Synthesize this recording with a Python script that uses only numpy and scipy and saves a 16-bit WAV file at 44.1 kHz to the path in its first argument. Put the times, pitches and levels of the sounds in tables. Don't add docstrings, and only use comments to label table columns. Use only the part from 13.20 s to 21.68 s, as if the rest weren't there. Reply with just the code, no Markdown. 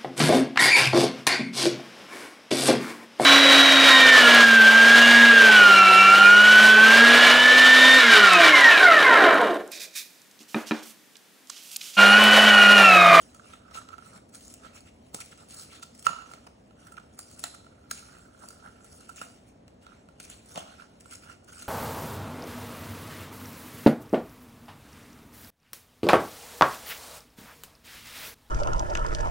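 import sys
import numpy as np
from scipy import signal
from scipy.fft import rfft, irfft, next_fast_len
from scipy.io import wavfile
from scipy.ndimage import uniform_filter1d, minimum_filter1d

SR = 44100
rng = np.random.default_rng(int(sys.argv[2]) if len(sys.argv) > 2 else 0)


def store_pcm(level_fs):
    pcm = np.round(np.clip(level_fs, -1, 1) * 32767).astype(np.int16)
    wavfile.write(sys.argv[1], SR, np.atleast_2d(pcm).T)


def natural_amplitude(level_db):
    exponent = np.asarray(level_db, float) / 20
    return 10 ** exponent


N = 373968

CRACK_S = 0.0055
SECOND = 2.07

# (frequency [Hz], level [dB])
FIBRE_COLOUR = [(2500, -29), (4500, 1), (6000, 0), (7500, 3.5), (9000, 3.5), (10500, 4), (12500, -8.5),
                (14500, 1), (16000, -1)]
# (frequency [Hz], level [dB])
WALL_COLOUR = [(900, -29.5), (1500, -7), (2000, -3.5), (3000, -3), (4500, -11.5), (5500, -6.5), (8000, -16)]
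# (frequency [Hz], level [dB])
KNOCK_COLOUR = [(60, -24), (180, 0.5), (350, -9.5), (650, 0), (1000, -2), (1400, -3.5), (2500, -42)]
# (multiple of the pipe note [-], width [Hz], level [dB])
WALL_OVERTONES = [
    (2.08, 260, -1.5),
    (3.1, 347, -6.5),
    (5.3, 403.4, -8.5),
]


def read(points, hz, axis=1):
    table = np.transpose(points)
    return np.interp(np.log(hz + 1), np.log(table[0] + 1), table[axis])


def evened(x):
    return x / np.sqrt(np.mean(x ** 2) + 1e-20)


def colour(x, points):
    gain = natural_amplitude(read(points, abs(np.fft.fftfreq(8192, 1 / SR))))
    minimum_phase = np.exp(np.conj(signal.hilbert(np.log(gain))))
    taps = np.fft.ifft(minimum_phase).real[:4096]
    return signal.oaconvolve(x, taps[None] / np.linalg.norm(taps), axes=1)[:, :N]


def resonate(x, hz, width):
    turn = np.exp(2j * np.pi * np.cumsum(hz) / SR)
    r = np.exp(-np.pi * width / SR)
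    return 2 * (turn * signal.lfilter([1 - r], [1, -r], x / turn)).real


def hum():
    # (frequency [Hz], level [dB per Hz])
    hum_colour = [(25, -24.5), (40, -5), (55, 2.5), (80, 6.5), (150, 1), (250, 5.5), (330, -2), (650, -2),
                  (850, -8), (1400, -17.5), (2500, -23.5), (5000, -30), (9000, -39), (16000, -60)]
    return natural_amplitude(-56) * colour(rng.standard_normal((2, N)), hum_colour)


def kitchen(x):
    # (frequency [Hz], time to fall by 60 dB [s])
    echo = [(250, 0.16), (700, 0.73), (1500, 0.37), (4500, 0.66), (12000, 0.39)]
    taps = np.zeros((2, SR))
    at = np.arange(440, SR - 20, 20)
    at = at + rng.integers(0, 20, (2, len(at)))
    np.put_along_axis(taps, at, rng.choice([-1., 1.], at.shape), 1)
    hz, t, z = signal.stft(taps, SR, nperseg=256)
    decay = natural_amplitude(-60 * t / read(echo, hz)[:, None])
    tail = signal.istft(z * decay, SR, nperseg=256)[1]
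    return signal.fftconvolve(x, tail / np.linalg.norm(tail[0]), axes=1)[:, :N]


def crackle(per_s, spread_db, grain_s):
    size = natural_amplitude(spread_db * np.minimum(rng.exponential(1, N), 3.3)) * (rng.random(N) < per_s / SR)
    grains = signal.lfilter([1], [1, -np.exp(-1 / (grain_s * SR))], size)
    return evened(grains * rng.standard_normal((2, N)))


def patchy(x, patch_db):
    z = signal.stft(x, SR, nperseg=256)[2]
    patches = rng.standard_normal(z.shape[:0:-1]).T
    patches = uniform_filter1d(patches, size=3, axis=0)
    patches = evened(uniform_filter1d(patches, size=14, axis=1))
    return signal.istft(z * natural_amplitude(patch_db * patches), SR, nperseg=256)[1][:, :N]


def chewing(column):
    # (time [s], fibre nibbling [dB], air flutter [dB])
    grip = np.transpose([(0.0, -57.5, -67.5), (0.61, -72, -59), (1.28, -73, -91), (1.94, -65, -91),
                         (2.12, -60.5, -69.5), (2.95, -72, -71.5), (3.45, -70.5, -84), (4.27, -65.5, -62),
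                         (4.46, -68.5, -65.5), (6.02, -60.5, -64), (6.45, -76.5, -85), (7.41, -63.5, -73),
                         (8.31, -72, -70), (8.48, -60, -66)])
    return np.interp(np.arange(N) / SR, grip[0], grip[column])


def pipe_note():
    # (time [s], pitch [Hz])
    pitch = [
        (0, 1317),
        (3, 1342),
        (6, 1362),
        (8.48, 1382),
    ]
    return np.interp(np.arange(N) / SR, *np.transpose(pitch))


def snaps():
    # (time [s], wall [dB], air ring [dB], dull knock [dB], fibre [dB])
    cracks = [(0.335, -48, -45.5, -61, -63), (0.5764, -51, -48, -57, -57), (.585, -52, -39, -63, -59),
              (.688, -47, -42, -56, -66), (1.945, -32, -69, -40.5, -32), (2.0039, -39, -47, -60, -44),
              (2.6274, -40.5, -48.5, -65, -52), (2.825, -48.5, -61, -72, -48.5),
              (2.8666, -24, -13.5, -40, -42.5), (3.1357, -40, -47.5, -63, -60),
              (3.9897, -44, -48.5, -50.5, -36.5), (4.1922, -45, -59, -57, -39.5),
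              (4.2391, -27, -39, -42, -36), (4.7111, -29, -34, -53, -30.5), (6.0146, -39, -35, -46, -43),
              (7.001, -41, -52, -54, -48), (7.0988, -53, -61, -54.5, -44.5), (7.3579, -36, -64, -52.5, -68),
              (7.3752, -35, -66, -48.5, -70), (7.9347, -42.5, -50, -64, -50)]
    # (time [s], fibre [dB], air ring [dB])
    ticks = [(0.1465, -49.5, -54), (1.147, -43.5, -55), (1.2096, -54, -71), (1.338, -56, -68),
             (1.6044, -58, -65), (2.3413, -48, -72), (1.091, -62, -74), (2.5274, -57.5, -57),
             (2.7487, -54, -80), (2.792, -49.5, -68), (3.1133, -58.5, -44), (3.7204, -53.5, -47.5),
             (5.285, -50.5, -70), (5.304, -51, -50), (5.645, -50.5, -55), (5.7254, -57, -70),
             (5.8056, -59, -60), (5.892, -50, -41.5), (7.8062, -51, -68), (7.909, -53.5, -62),
             (7.951, -44.5, -60), (8.0974, -55.5, -47), (8.243, -60, -70), (8.422, -45, -50)]
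    # (time [s], wall [dB], air ring [dB])
    taps = [(0.51, -52, -55), (0.7812, -48, -46), (.823, -71, -49), (0.866, -64, -51), (2.8894, -48, -54),
            (3.5084, -63, -59), (3.769, -47.5, -53), (3.799, -53, -58), (4.445, -57, -61),
            (4.4656, -59, -51.5), (6.4797, -50, -73), (6.6658, -53.5, -46), (6.8876, -56.5, -53),
            (7.621, -57, -50), (7.857, -59, -51.5)]
    # (time [s], level [dB])
    flecks = [(0.5526, -39), (0.7198, -47), (0.8589, -47), (1.2072, -39), (1.2521, -43), (1.2795, -38),
              (1.3009, -37), (1.3394, -36), (1.5614, -46), (1.6057, -43), (2.0028, -34), (2.0114, -37),
              (2.0507, -35), (2.0597, -33), (2.176, -44), (2.2862, -44), (2.3161, -41), (2.3391, -36),
              (2.381, -33), (2.3874, -33), (2.3974, -36), (2.595, -46), (2.7771, -41), (3.2675, -48),
              (3.6042, -51), (3.6686, -50), (3.9374, -51), (4.0896, -45), (4.1135, -41), (4.1505, -48),
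              (4.1629, -45), (4.2388, -20), (4.3475, -37), (5.1921, -48), (5.2864, -37), (5.6999, -47),
              (5.891, -36), (5.8974, -34), (5.9599, -40), (6.2801, -52), (7.0005, -28), (7.0289, -39),
              (7.2699, -48), (7.2928, -43), (7.3138, -42), (7.3577, -36), (7.3751, -34), (7.8017, -43),
              (7.8615, -46), (7.9129, -36), (7.9314, -33), (8.2856, -44), (8.3255, -43), (8.3908, -39),
              (8.4228, -35)]
    # (time [s], level [dB])
    plucks = [(0.1625, -51), (0.1955, -47), (0.2578, -52), (0.4628, -51), (0.5576, -40), (0.5721, -34),
              (0.618, -44), (0.7044, -43), (0.7297, -38), (0.7387, -37), (0.7876, -42), (0.8584, -48),
              (0.9438, -49), (1.4486, -49), (1.4646, -48), (1.5309, -52), (1.5604, -50), (1.9879, -42),
              (2.1854, -52), (2.3974, -46), (2.5965, -52), (2.6309, -39), (2.8908, -27), (2.9314, -33),
              (2.9634, -37), (2.9861, -39), (3.0086, -41), (3.0214, -41), (3.0594, -51), (3.0909, -46),
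              (3.1802, -50), (3.6721, -45), (3.7409, -46), (4.339, -48), (4.9492, -49), (4.9916, -54),
              (5.028, -53), (5.0584, -57), (5.1477, -53), (5.2144, -49), (5.2365, -46), (5.3991, -52),
              (5.4241, -48), (5.453, -46), (5.4735, -44), (5.6067, -52), (5.8984, -42), (5.9144, -46),
              (5.9798, -46), (6.0392, -41), (6.0661, -49), (7.4879, -50), (7.6071, -46), (8.0356, -51),
              (8.0726, -49), (8.329, -49), (8.3569, -52), (8.4572, -50)]
    return ([(*row, CRACK_S) for row in cracks]
            + [(s, db - 4, air, db - 27, db, 0.0067) for s, db, air in ticks]
            + [(s, db, air, db - 9, db - 15.5, 0.005) for s, db, air in taps]
            + [(s, db - 21, -99, -99, db - 9.5, 0.002) for s, db in flecks]
            + [(s, db - 30, db - 5, -99, -99, 0.005) for s, db in plucks])


def swells():
    # (time [s], length [s], fibre [dB], air flutter [dB])
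    rips = [(0.538, 0.071, -40, -40), (0.847, 0.034, -50, -62), (0.918, 0.043, -50, -61),
            (1.112, 0.086, -44.5, -52), (1.284, 0.072, -60, -61), (1.525, 0.053, -48, -52),
            (1.963, .031, -66, -69), (2.282, 0.069, -42.5, -78), (2.336, 0.14, -42.5, -57),
            (2.616, 0.03, -36, -48), (2.836, 0.046, -32, -43), (3.658, 0.031, -53, -45),
            (2.917, .05, -62, -46), (2.973, 0.082, -60, -50), (3.918, 0.049, -58, -70),
            (3.972, 0.044, -50, -50), (4.244, 0.034, -58, -48), (4.337, 0.025, -39, -47),
            (4.736, 0.089, -39.5, -64), (5.953, 0.064, -37, -54), (6.254, .06, -52.5, -78.5),
            (6.605, 0.052, -52, -73), (7.031, 0.037, -39.5, -62), (7.302, .032, -56, -53),
            (7.905, 0.043, -40, -57), (8.373, 0.052, -46, -59)]
    # (time [s], length [s], wall [dB], air flutter [dB], dull knock [dB])
    rubs = [(0.187, 0.021, -52, -39, -62), (0.526, 0.064, -37, -56, -42.5), (0.596, 0.044, -48, -42, -56),
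            (0.704, 0.056, -45, -42, -64), (0.929, 0.065, -39.5, -54, -45), (1.411, 0.078, -46, -48, -51),
            (1.547, .06, -40.5, -56, -55), (1.641, 0.07, -46.5, -58, -70), (1.999, .033, -32.5, -61, -60),
            (2.1064, 0.034, -39, -46, -65), (2.883, 0.034, -56, -45, -37), (2.163, 0.092, -47.5, -57, -50),
            (2.482, 0.14, -41, -54, -65), (3.263, 0.0174, -39.5, -37.5, -39.5),
            (3.774, .016, -43, -30.5, -56), (5.21, 0.055, -52, -52, -47.5), (5.411, 0.1, -54, -47, -46.5),
            (6.007, 0.041, -39, -41, -62), (7.338, 0.11, -36, -69, -39), (7.567, 0.1, -47, -45.5, -55),
            (8.001, 0.081, -43, -51, -59), (8.267, 0.053, -43, -55, -65), (8.312, 0.044, -51, -54, -65)]
    # (time [s], length [s], fibre [dB], wall [dB], air flutter [dB])
    tugs = [(.001, 0.042, -49, -55, -69), (0.195, 0.21, -51, -46, -58), (0.436, 0.19, -63, -52.5, -56),
            (0.731, 0.31, -52.5, -48, -53.5), (1.147, .27, -43, -48, -66), (1.33, 0.29, -68, -47, -56.5),
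            (1.93, 0.12, -63, -71, -75), (2.242, 0.31, -43, -51.5, -63), (2.715, 0.18, -52, -70, -70),
            (2.855, 0.2, -70, -53, -48), (2.872, 0.45, -55, -49, -55), (3.54, 0.25, -55.5, -53.5, -51.5),
            (3.91, 0.41, -48, -59, -81), (4.7, 0.41, -52.5, -50.5, -55), (5.097, 0.35, -50.5, -66, -57),
            (5.632, 0.29, -48.5, -68.5, -69), (5.906, 0.3, -51, -56, -64), (6.581, 0.28, -72.5, -53, -55.5),
            (6.967, 0.28, -48, -44.5, -73), (7.21, 0.23, -43.5, -52, -66), (7.35, 0.28, -83, -44, -53.5),
            (7.815, 0.2, -47, -56, -58), (8.033, 0.14, -53, -43, -47.5), (8.266, 0.26, -39.5, -43.5, -51)]
    return ([(s, db - 3, air, db - 27, db, long) for s, long, db, air in rips]
            + [(s, db, air, knock, db - 7, long) for s, long, db, air, knock in rubs]
            + [(s, wall, air, wall - 12.5, db, long) for s, long, db, wall, air in tugs])


def bursts(column, offset_db, rise, tail, creak, stretch=1):
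    t = np.arange(-800, 2000) / SR
    after = np.maximum(t, 0)
    out, shapes = np.zeros(N + 2800), {}
    rows = snaps()
    for length in {row[5] for row in rows}:
        hold = stretch * np.clip(length, .001, .02)
        trail = tail * min(length / CRACK_S, 1) ** 2 * np.exp(-after / 0.032)
        shape = (1 - np.exp(-after / (rise * hold))) * (np.exp(-(after / hold) ** 2) + trail)
        shapes[length] = shape + creak * (hold / 0.0031) ** 2 * np.exp(-abs(t) / 0.0059)
    for row in rows:
        out[round(row[0] * SR):][:2800] += natural_amplitude(row[column] + offset_db) * shapes[row[5]]
    return out[800:N + 800]


def pulls(column, offset_db):
    out = np.zeros(N + SR)
    for row in swells():
        swell = np.hanning(round(np.clip(row[5], .01, .5) * SR))
        out[round(row[0] * SR):][:len(swell)] += natural_amplitude(row[column] + offset_db) * swell
    slips = uniform_filter1d(rng.standard_normal(N), size=400)
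    slips = evened(uniform_filter1d(slips, size=300))
    return out[:N] * natural_amplitude(1.2 * slips)


def flaps():
    # (time [s], pitch [Hz], peak [dB], time to fall by 60 dB [s])
    flap_rings = [(2.8668, 6800, -18, .008), (2.8672, 5800, -22, .008), (2.8670, 950, -15, .012),
                  (2.8670, 4500, -21, .008), (2.8670, 2900, -19, .006), (4.2393, 3900, -22, .008),
                  (4.2396, 9300, -24, .008), (4.2393, 10400, -22, .006), (4.2415, 7100, -34, .04),
                  (4.2405, 700, -30, .02), (4.7125, 1620, -29, .02), (4.7125, 6500, -30, .015),
                  (4.7160, 4100, -34, .012), (1.9455, 8800, -30, .008), (1.9470, 7400, -32, .01),
                  (2.0115, 2600, -37, .012), (7.0005, 2500, -32, .005), (6.0155, 2800, -34, .01)]
    t, out = np.arange(2000) / SR, np.zeros(N + 2000)
    for s, hz, db, t60 in flap_rings:
        loudness = natural_amplitude(db - 60 * t / t60) * (1 - np.exp(-t / .0003))
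        out[round(s * SR):][:2000] += loudness * np.sin(2 * np.pi * hz * t)
    return out[:N]


def knocks():
    strength = pulls(3, -8.0) + bursts(3, 4.9, 0.074, 0.091, 0.075)
    return colour(crackle(1900, 0.64, 0.0006) * strength, KNOCK_COLOUR)


def wall_scrape(pipe_hz):
    strength = natural_amplitude(chewing(1) - 8.0) + pulls(1, -18.0) + bursts(1, -16.0, 0.2, 0.3, 0.15)
    scrape = crackle(2300, 1.6, 0.0057) * strength
    wall = colour(scrape, WALL_COLOUR)
    for multiple, width_hz, db in WALL_OVERTONES:
        wall = wall + natural_amplitude(db + 3.5) * resonate(scrape, multiple * pipe_hz, width_hz)
    return wall


def fibres():
    strength = natural_amplitude(chewing(1) - 6.5) + pulls(4, -12.0) + bursts(4, -1.72, 0.32, 0.25, 0.059)
    return colour(crackle(2900, 3.3, 0.00066) * strength, FIBRE_COLOUR)


def break_edges(edge, pipe_hz):
    sharp = edge * bursts(1, -1.4, 0.26, 0.016, 0.012, 0.24)
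    fibre_edge = colour(edge * bursts(4, 5.7, 0.5, 0.018, 0.011, .4), FIBRE_COLOUR)
    middle = natural_amplitude(11.0) * resonate(sharp, WALL_OVERTONES[1][0] * pipe_hz, 820)
    high = natural_amplitude(3.5) * resonate(sharp, WALL_OVERTONES[2][0] * pipe_hz, 1020)
    push = bursts(3, -13.5, 0.37, 0.011, .01, 0.259) * np.ones((2, 1))
    return fibre_edge + colour(sharp, WALL_COLOUR) + middle + high + colour(push, KNOCK_COLOUR)


def rim(rub, edge, pipe_hz):
    strength = pulls(2, -19.5) + bursts(2, 11.0, .1, 0.008, .02, 0.5)
    flex = resonate(rub * strength, .76 * pipe_hz, 300)
    return flex + resonate(edge * bursts(2, -2.5, .2, .01, .01, 0.58), .74 * pipe_hz, 400)


def air_column(rub, pipe_hz):
    flutter = natural_amplitude(chewing(2) - 3.0) + pulls(2, -8.0)
    note = resonate(resonate(rub, pipe_hz, 200), pipe_hz, 520)
    note = evened(note) * flutter
    overtone = resonate(resonate(rub, SECOND * pipe_hz, 300), SECOND * pipe_hz, 500)
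    overtone = evened(overtone) * flutter * natural_amplitude(-24.5)
    turns = 2 * np.pi * np.cumsum(pipe_hz) / SR
    note_ring = np.cos(turns + np.array([[2.2], [0]]))
    overtone_ring = np.cos(SECOND * turns + np.array([[0], [1.3]]))
    note = note + bursts(2, 4.75, 0.13, .012, 0.01, 1.27) * note_ring
    overtone = overtone + bursts(2, -10.0, 0.062, .015, .01, 0.5) * overtone_ring
    return note, overtone


def tube():
    pipe_hz = pipe_note()
    rub = crackle(500, 1.6, 0.002)
    edge = rng.standard_normal((2, N))
    note, overtone = air_column(rub, pipe_hz)
    card = patchy(fibres() + wall_scrape(pipe_hz) + knocks(), 3.5)
    card = card + overtone + break_edges(edge, pipe_hz) + flaps()
    air = note + rim(rub, edge, pipe_hz)
    return card, air * natural_amplitude(np.array([[-8.5], [3.5]]))


def scene():
    card, air = tube()
    echo = kitchen(natural_amplitude(-9) * card + natural_amplitude(-12.5) * air)
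    return card + air + echo + hum()


def join_ports(dry):
    # (frequency [Hz], likeness [0-1], lead of the right port [radians])
    ports = [(100, .99, 0), (300, .85, .1), (550, .3, 1.5), (1000, .4, 3), (1900, .3, 6.3), (2600, .3, 9),
             (3900, .3, 6.8), (4650, .35, 8.4), (4900, .76, 9.4), (5150, .45, 10.3), (5500, .4, 11.5),
             (6000, .9, 12.4), (7300, .86, 12.9), (9000, .75, 14), (10300, .8, 14.9), (11300, .9, 15.5),
             (13800, .9, 15.9), (15000, .86, 16.35), (16500, .83, 16.75)]
    size = next_fast_len(N)
    hz = np.fft.rfftfreq(size, 1 / SR)
    left, other = rfft(dry, size)
    same = read(ports, hz)
    shifted = left * np.exp(1j * read(ports, hz, axis=2))
    right = same * shifted + np.sqrt(1 - same ** 2) * other
    return irfft(np.array([left, right]), size)[:, :N]


def limit(pair):
    gain = np.minimum(.58 / (abs(pair).max(0) + 1e-9), 1)
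    return pair * uniform_filter1d(minimum_filter1d(gain, size=64), size=64)


def thin_treble(pair, under_db, from_hz, jump_db):
    sides = [pair[0] + pair[1], pair[0] - pair[1]]
    hz, _, z = signal.stft(sides, SR, nperseg=2048, noverlap=1024)
    power = uniform_filter1d(abs(z) ** 2, size=24, axis=1)
    strong = power > natural_amplitude(2 * under_db) * power[::-1]
    keep = (strong | (hz < from_hz)[:, None]) & (hz < 15850)[:, None]
    lean = signal.istft(z * keep, SR, nperseg=2048, noverlap=1024)[1][:, :N]
    full = signal.istft(z * (hz < 16700)[:, None], SR, nperseg=2048, noverlap=1024)[1][:, :N]
    treble = (np.diff(pair, 2, axis=1, prepend=np.zeros((2, 2))) ** 2).sum(0)
    usual = np.roll(uniform_filter1d(treble, size=1024), 600)
    attack = uniform_filter1d(treble, size=128) > natural_amplitude(jump_db) * usual
    attack = uniform_filter1d(1 - minimum_filter1d(1. - attack, size=384), size=128)
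    total, difference = lean + .55 * attack * (full - lean)
    return np.array([total + difference, total - difference]) / 2


def low_pass(x):
    return signal.sosfilt(signal.butter(12, 16960, fs=SR, output="sos"), x)


def record(dry):
    pair = limit(join_ports(dry))
    mix = thin_treble(pair, under_db=-7.0, from_hz=3000, jump_db=19)
    return low_pass(mix)


dry = scene()
out = record(dry)
store_pcm(out)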